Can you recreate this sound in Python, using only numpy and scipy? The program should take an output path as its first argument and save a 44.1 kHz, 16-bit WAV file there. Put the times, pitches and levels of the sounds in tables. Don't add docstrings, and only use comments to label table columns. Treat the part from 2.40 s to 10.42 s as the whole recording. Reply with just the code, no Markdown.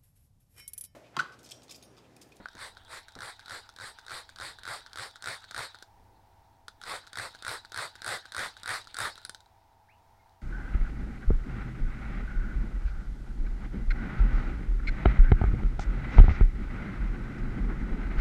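import sys
import numpy as np
from scipy import signal
from scipy.fft import rfft, irfft, next_fast_len
from scipy.io import wavfile
from scipy.ndimage import uniform_filter1d, map_coordinates

SR = 44100
rng = np.random.default_rng(int(sys.argv[2]) if len(sys.argv) > 2 else 0)


def master_out(mix):
    frames = np.transpose(np.atleast_2d(mix))
    ceiling = np.clip(frames, -1, 1)
    pcm = np.round(ceiling * 32767).astype(np.int16)
    wavfile.write(sys.argv[1], SR, pcm)


N = 353525


def amp(db):
    return 10 ** (np.asarray(db) / 20)


def unit(x):
    return x / np.sqrt(np.mean(x ** 2) + 1e-20)


def brief(x):
    return x / np.linalg.norm(x) * np.sqrt(.005 * SR)


def clock(count):
    return np.arange(count) / SR


def along(points, hz):
    f, v = np.transpose(points)
    return np.interp(np.log(hz + 1), np.log(f + 1), v)


def filtered(x, response):
    m = next_fast_len(N + SR // 4)
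    return irfft(rfft(x, m) * response(np.fft.rfftfreq(m, 1 / SR)), m)[:N]


def wobble(rate_hz, count):
    knots = rng.standard_normal(int(count * rate_hz / SR) + 4)
    return map_coordinates(knots, [clock(count) * rate_hz])


def noise(spectrum, grain_db=0, patchy_db=0):
    slips = rng.standard_normal(N) * amp(grain_db * wobble(1500, N))
    z = signal.stft(slips, nperseg=512)[2]
    field = uniform_filter1d(rng.standard_normal(z.shape), size=9, axis=0)
    field = uniform_filter1d(field, size=9, axis=1)
    slips = signal.istft(z * amp(patchy_db * unit(field)), nperseg=512)[1][:N]
    return unit(filtered(slips, lambda hz: amp(along(spectrum, hz))))


def impulse(spectrum, size=512):
    cepstrum = irfft(np.log(amp(along(spectrum, np.fft.rfftfreq(size, 1 / SR)))))
    cepstrum[1:size // 2] *= 2
    cepstrum[size // 2 + 1:] = 0
    return irfft(np.exp(rfft(cepstrum)))


def add(track, start_s, sound):
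    part = track[max(round(start_s * SR), 0):][:len(sound)]
    part += sound[:len(part)]


def stroke(t, start_s, end_s, rise_s, fall_s):
    return (1 + np.tanh((t - start_s) / rise_s)) * (1 - np.tanh((t - end_s) / fall_s)) / 4


def follow(law, excess_db):
    usual_db, slope = law
    return usual_db + slope * excess_db


# freq_hz, density_db
FAN_RUMBLE = [(20, -1), (45, -1.5), (105, -3), (135, -12.5), (280, -15), (550, -17.5), (800, -46)]
# freq_hz, density_db
DUCT_AIR = [(400, -37), (600, -14), (680, -7.5), (800, 2.5), (930, 4), (1080, -11), (1400, -13.5),
            (2000, -17), (2800, -23), (5500, -24), (7000, -29), (16000, -30.5)]
# freq_hz, rms_db
FAN_TONES = [(70, -78), (97, -72.5), (662, -76.5)]


def fan():
    t, hum = clock(N), np.zeros(N)
    for hz, db in FAN_TONES:
        hum += amp(db) * np.sqrt(2) * np.sin(2 * np.pi * hz * t + 0.35 * wobble(9.1, N))
    rumble = amp(-67 + 2.2 * wobble(3.87, N)) * noise(FAN_RUMBLE)
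    air = amp(-65.0 + 0.71 * wobble(7, N)) * noise(DUCT_AIR)
    return hum + rumble + air


# start_s, level_db
BUMPS = [(0.001, -47.5), (0.149, -49.5), (0.76, -43)]


def bumps(t60_s=0.17):
    t, level = clock(SR // 4), np.zeros(N)
    for start_s, db in BUMPS:
        add(level, start_s, amp(db - 60 * t / t60_s) * (1 - np.exp(-t / 0.00057)))
    body = [(30, -1), (100, -5), (270, 2.5), (480, -6.0), (1000, -9.5), (2000, -18), (5000, -60)]
    return level * noise(body)


# run_start_s, catch_lead_s, first_gap_s, swish_length_s,
# tap_delay_s (from run start), pressure_db (on the pile), swish_db (drive)
SHUFFLES = [(0.169, 0.017, 0.012, 0.094, .2008, -55.5, -45.5),
            (0.481, 0.032, .012, 0.084, .2021, -60.5, -45), (0.789, 0.036, 0.017, 0.099, .205, -47, -45.5),
            (1.081, .022, .015, 0.087, 0.21, -46.5, -43.5),
            (1.3868, 0.024, 0.013, 0.092, 0.2, -48.5, -45.5), (1.682, 0.017, .014, 0.1, 0.21, -47.5, -42.5),
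            (1.9864, 0.026, .0137, 0.096, 0.2, -46.5, -43), (2.2532, 0.019, 0.013, 0.1, .2096, -44.5, -41),
            (2.558, 0.026, .015, 0.09, 0.2, -43.5, -42.5), (2.8418, 0.018, 0.017, 0.088, 0.2, -41.5, -39.5),
            (3.1457, .0351, 0.018, 0.087, 0.2, -40.5, -39.5),
            (4.442, 0.014, 0.013, 0.11, 0.23, -54.5, -40.5), (4.756, .025, .0165, 0.088, .193, -41, -40.5),
            (5.049, .0249, .0172, 0.087, 0.2, -40, -37.5),
            (5.3444, .0245, .0169, 0.093, 0.21, -41.5, -38.5),
            (5.645, 0.026, .018, 0.097, .210, -38.5, -35.5),
            (5.9474, .0265, 0.018, 0.098, 0.22, -39, -36.5),
            (6.259, 0.026, 0.018, 0.097, .213, -38.5, -35.5), (6.568, 0.024, 0.019, .094, 0.21, -37, -35)]
USUAL_PRESSURE_DB, USUAL_SWISH_DB = -43, -41
# start_s, end_s, over_usual_db
RUSTLE_SPELLS = [(-0.1, 3.43, -.8), (4.42, 6.86, -.5), (7.865, 7.895, -21)]
# freq_hz, density_db
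PLUMAGE = [(150, -29), (450, -22), (900, -9.5), (1450, 9.5), (2100, -3), (2800, -6.5), (3800, 7),
           (4800, -5.5), (6300, -18), (9000, -16), (13000, -34), (16000, -44)]
# freq_hz, density_db
SNAP = [(300, -5), (1500, -1.5), (2700, -12.5), (3800, 7.5), (4800, 1.5), (6300, -7), (8500, -7.5),
        (16000, -29.5)]
# usual_db, db_per_db
RUSTLE_LAW = (-61.5, .55)


def plumage(crackle_rate_hz=45, crackle_db=-8, start_s=0.027, settle_s=0.016,
            stall_db=-7, stall_s=0.0097, rest_db=-85):
    t = clock(N)
    times_s, leads_s, *_, swish_db = np.transpose(SHUFFLES)
    moving = sum(amp(db) * stroke(t, begin_s, end_s, start_s, settle_s) for begin_s, end_s, db in RUSTLE_SPELLS)
    stalled = sum(np.exp(-np.abs(t - catch_s) / stall_s) for catch_s in times_s - leads_s)
    excess_db = np.interp(t, times_s, swish_db) - USUAL_SWISH_DB
    stir_db = follow(RUSTLE_LAW, excess_db) + stall_db * stalled

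    unrest = amp(4.6 * np.tanh(wobble(45, N)))
    rustle = unrest * noise(PLUMAGE, grain_db=3.0, patchy_db=4.0)
    barbs = (rng.random(N) < crackle_rate_hz / SR) * amp(5.9 * rng.standard_normal(N))
    slips = signal.fftconvolve(barbs, amp(-60 * clock(SR // 50) / 0.01))[:N]
    crackle = amp(crackle_db) * unit(slips * noise(SNAP))
    return (moving * amp(stir_db) + amp(rest_db)) * (rustle + crackle)


# start_s, snap_db, knock_db
STEPS = [(0.0575, -53, -34.5), (0.086, -51.5, -45.5), (3.4245, -45.5, -46.5), (4.2819, -42.5, -41.5),
         (4.4149, -48, -45), (4.437, -44.5, -42.5), (6.8505, -36.5, -43.5), (6.8952, -38, -45.5),
         (6.947, -43, -58), (7.0049, -55.5, -63), (7.06, -63.5, -71)]
# snap_db, knock_db (relative)
RUN_SHAPE = [(-1, 0), (0.5, 2), (1.5, 4), (-1, 3.5)]
GAP_SHRINK, TICK_SCATTER_DB = .83, 1.0
# (usual_db, db_per_db)
CATCH_SNAP, CATCH_KNOCK = (-44, .75), (-49, .8)
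RUN_SNAP, RUN_KNOCK = (-43, 1), (-41, 0.94)
TAP_SNAP, TAP_KNOCK = (-50, 0.13), (-47.5, .03)
LANDING_DELAY_S, LANDING_KNOCK = .0095, (-50, 1)
SCUFF_DELAY_S, SCUFF_DB = .0065, -3.5


def contacts():
    rows, silent_db = [], -120
    for start_s, lead_s, gap_s, _, tap_s, pressure_db, _ in SHUFFLES:
        excess_db = pressure_db - USUAL_PRESSURE_DB
        catch_s, close_s = start_s - lead_s, start_s + tap_s
        tap_snap_db = follow(TAP_SNAP, excess_db)
        rows += [(catch_s, follow(CATCH_SNAP, excess_db), follow(CATCH_KNOCK, excess_db)),
                 (catch_s + LANDING_DELAY_S, silent_db, follow(LANDING_KNOCK, excess_db)),
                 (close_s, tap_snap_db, follow(TAP_KNOCK, excess_db)),
                 (close_s + SCUFF_DELAY_S, tap_snap_db + SCUFF_DB, silent_db)]
        tick_s = start_s
        run = RUN_SHAPE + TICK_SCATTER_DB * rng.standard_normal(np.shape(RUN_SHAPE))
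        for k, (snap_db, knock_db) in enumerate(run):
            rows.append((tick_s, snap_db + follow(RUN_SNAP, excess_db), knock_db + follow(RUN_KNOCK, excess_db)))
            tick_s += gap_s * GAP_SHRINK ** k
    return rows + STEPS


# freq_hz, density_db
CRACK = [(2000, -21), (6500, -19), (8200, 1.5), (9700, 1.5), (11300, -15.5), (16000, -28)]


def burst(envelope, colour):
    slip = envelope * rng.standard_normal(len(envelope))
    return brief(signal.fftconvolve(slip, colour)[:len(envelope)])


def ticks(knock_hz=1490, knock_t60_s=0.018, snap_t60_s=0.0034, rebound_db=-14, hard_db=-39):
    t, out = clock(SR // 30), np.zeros(N)
    dull, bright = impulse(SNAP), impulse(CRACK)
    onset = 1 - np.exp(-t / 0.00024)
    for start_s, snap_db, knock_db in contacts():
        pitch, phase, lag, size = rng.standard_normal(4)
        snap = burst(onset * (amp(-60 * t / snap_t60_s) + amp(-15.5 - 60 * t / 0.036)), dull)
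        crack = burst(onset * amp(-60 * t / 0.0025), bright)
        hard = 0.68 / (1 + amp(2.5 * (hard_db - snap_db)))
        cycles = knock_hz * np.exp(.045 * pitch) * t + phase + 0.046 * wobble(930, len(t))
        knock = amp(knock_db) * brief(np.sin(2 * np.pi * cycles) * amp(-60 * t / knock_t60_s) * onset)
        add(out, start_s, amp(snap_db) * brief((1 - hard) * snap + hard * crack) + knock)
        add(out, start_s + 0.0084 + 0.00106 * lag, amp(rebound_db + 2.9 * size) * knock)
    return out


SWISH_DELAY_S = .023
# usual_db, db_per_db
PUFF_LAW = (-49, 0.76)


def puffs(start_hz=68, glide_hz_per_s=1250, width_s=.018, peak_s=.033, early_s=0.00886):
    t, out = clock(SR // 8), np.zeros(N)
    for start_s, *_, pressure_db, _ in SHUFFLES:
        phase = 2 * np.pi * (np.cumsum(start_hz + glide_hz_per_s * t) / SR + rng.random())
        puff_db = follow(PUFF_LAW, pressure_db - USUAL_PRESSURE_DB)
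        swell = np.exp(-((t - peak_s) / width_s) ** 2)
        add(out, start_s + SWISH_DELAY_S - early_s, amp(puff_db) * np.sin(phase) * swell)
    return out


# freq_hz, density_db
SWISH = [(120, -17.5), (250, -21), (480, -9.5), (750, -8.5), (1100, -5), (1500, -3.5), (2000, -5),
         (2600, -17.5), (3400, -35), (6000, -43)]
# freq_hz, density_db
FIZZ = [(1800, -46), (2900, -9), (3700, 0), (4600, 0), (5300, -8), (6200, -16), (7200, -11), (8400, -4.5),
        (9500, -9), (10400, -14.5), (11500, -16.5), (13000, -24.5), (14200, -34), (16000, -34)]
FIZZ_LAW = (-44, 0.84)


def swishes(lead_s=.1):
    t, body, fibres = clock(SR // 3), np.zeros(N), np.zeros(N)
    for run_s, _, _, length_s, _, _, swish_db in SHUFFLES:
        start_s = run_s + SWISH_DELAY_S - lead_s
        fizz_db = follow(FIZZ_LAW, swish_db - USUAL_SWISH_DB)
        add(body, start_s, amp(swish_db + 1) * stroke(t - lead_s, .003, length_s - .002, 0.023, 0.028))
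        add(fibres, start_s, amp(fizz_db) * stroke(t - lead_s, 0.0062, length_s + 0.0028, 0.025, 0.027))
    flutter = amp(0.6 * wobble(130, N))
    hollow = body * noise(SWISH, grain_db=1, patchy_db=2.0)
    fizz = fibres * noise(FIZZ, grain_db=-0.5, patchy_db=1.9)
    return flutter * (hollow + fizz)


# freq_hz, level_db (relative)
SQUEAK = [(3900, 1), (4450, -3), (5000, -6), (5600, -13), (6500, -18), (7300, -21)]
SQUEAK_LAW = (-58.5, 1)


def squeaks(glide_per_s=2.4, waver=0.0072, broken_db=4.0):
    t, out = clock(SR // 10), np.zeros(N)
    for start_s, _, _, length_s, _, _, swish_db in SHUFFLES:
        speed = 1 + glide_per_s * np.exp(0.245 * rng.standard_normal()) * (t - .04)
        tone = np.zeros(len(t))
        for hz, db in SQUEAK:
            pitch_hz = hz * speed * (1 + 0.02 * rng.standard_normal() + waver * wobble(295, len(t)))
            level = amp(db + broken_db * wobble(94, len(t)))
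            tone += level * np.sin(2 * np.pi * np.cumsum(pitch_hz) / SR)
        squeak_db = follow(SQUEAK_LAW, swish_db - USUAL_SWISH_DB)
        squeak = amp(squeak_db) * unit(tone) * stroke(t, 0.008, 0.057, rise_s=.013, fall_s=0.013)
        add(out, start_s + SWISH_DELAY_S + length_s, squeak)
    return out


# time_s, pitch_hz, level_db (peak)
PEEPS = [
    [(7.478, 1355, -85), (7.487, 1660, -63), (7.498, 2240, -60), (7.512, 2560, -66), (7.53, 2830, -69),
     (7.558, 3130, -84)],
    [(7.785, 2180, -85), (7.8, 2160, -67), (7.83, 2070, -80)],
]


def peep():
    t, out = clock(N), np.zeros(N)
    for curve in PEEPS:
        time_s, pitch_hz, level_db = np.transpose(curve)
        level = amp(np.interp(t, time_s, level_db, left=-200, right=-200))
        out += level * np.sin(2 * np.pi * np.cumsum(np.interp(t, time_s, pitch_hz)) / SR)
    return out


# freq_hz, t60_s
ROOM = [(150, 0.17), (1500, 0.13), (5000, 0.23), (14000, 0.085)]


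def room(x):
    hz, t, z = signal.stft(rng.standard_normal(SR // 3), SR, nperseg=256)
    tail = signal.istft(z * amp(-60 * t / along(ROOM, hz)[:, None]), SR, nperseg=256)[1]
    delayed = np.pad(x, (SR // 120, 0))
    return signal.fftconvolve(delayed, tail / np.linalg.norm(tail))[:N]


def scene():
    bird = plumage() + ticks() + puffs() + swishes() + squeaks()
    call = peep()
    echo = room(amp(-16.5) * bird + amp(-6) * call)
    return (fan() + bumps() + bird + call + echo)[None]


TOP_HZ = 15950


def record(dry):
    return filtered(dry[0], lambda hz: hz < TOP_HZ)[None]


dry = scene()
out = record(dry)
master_out(out)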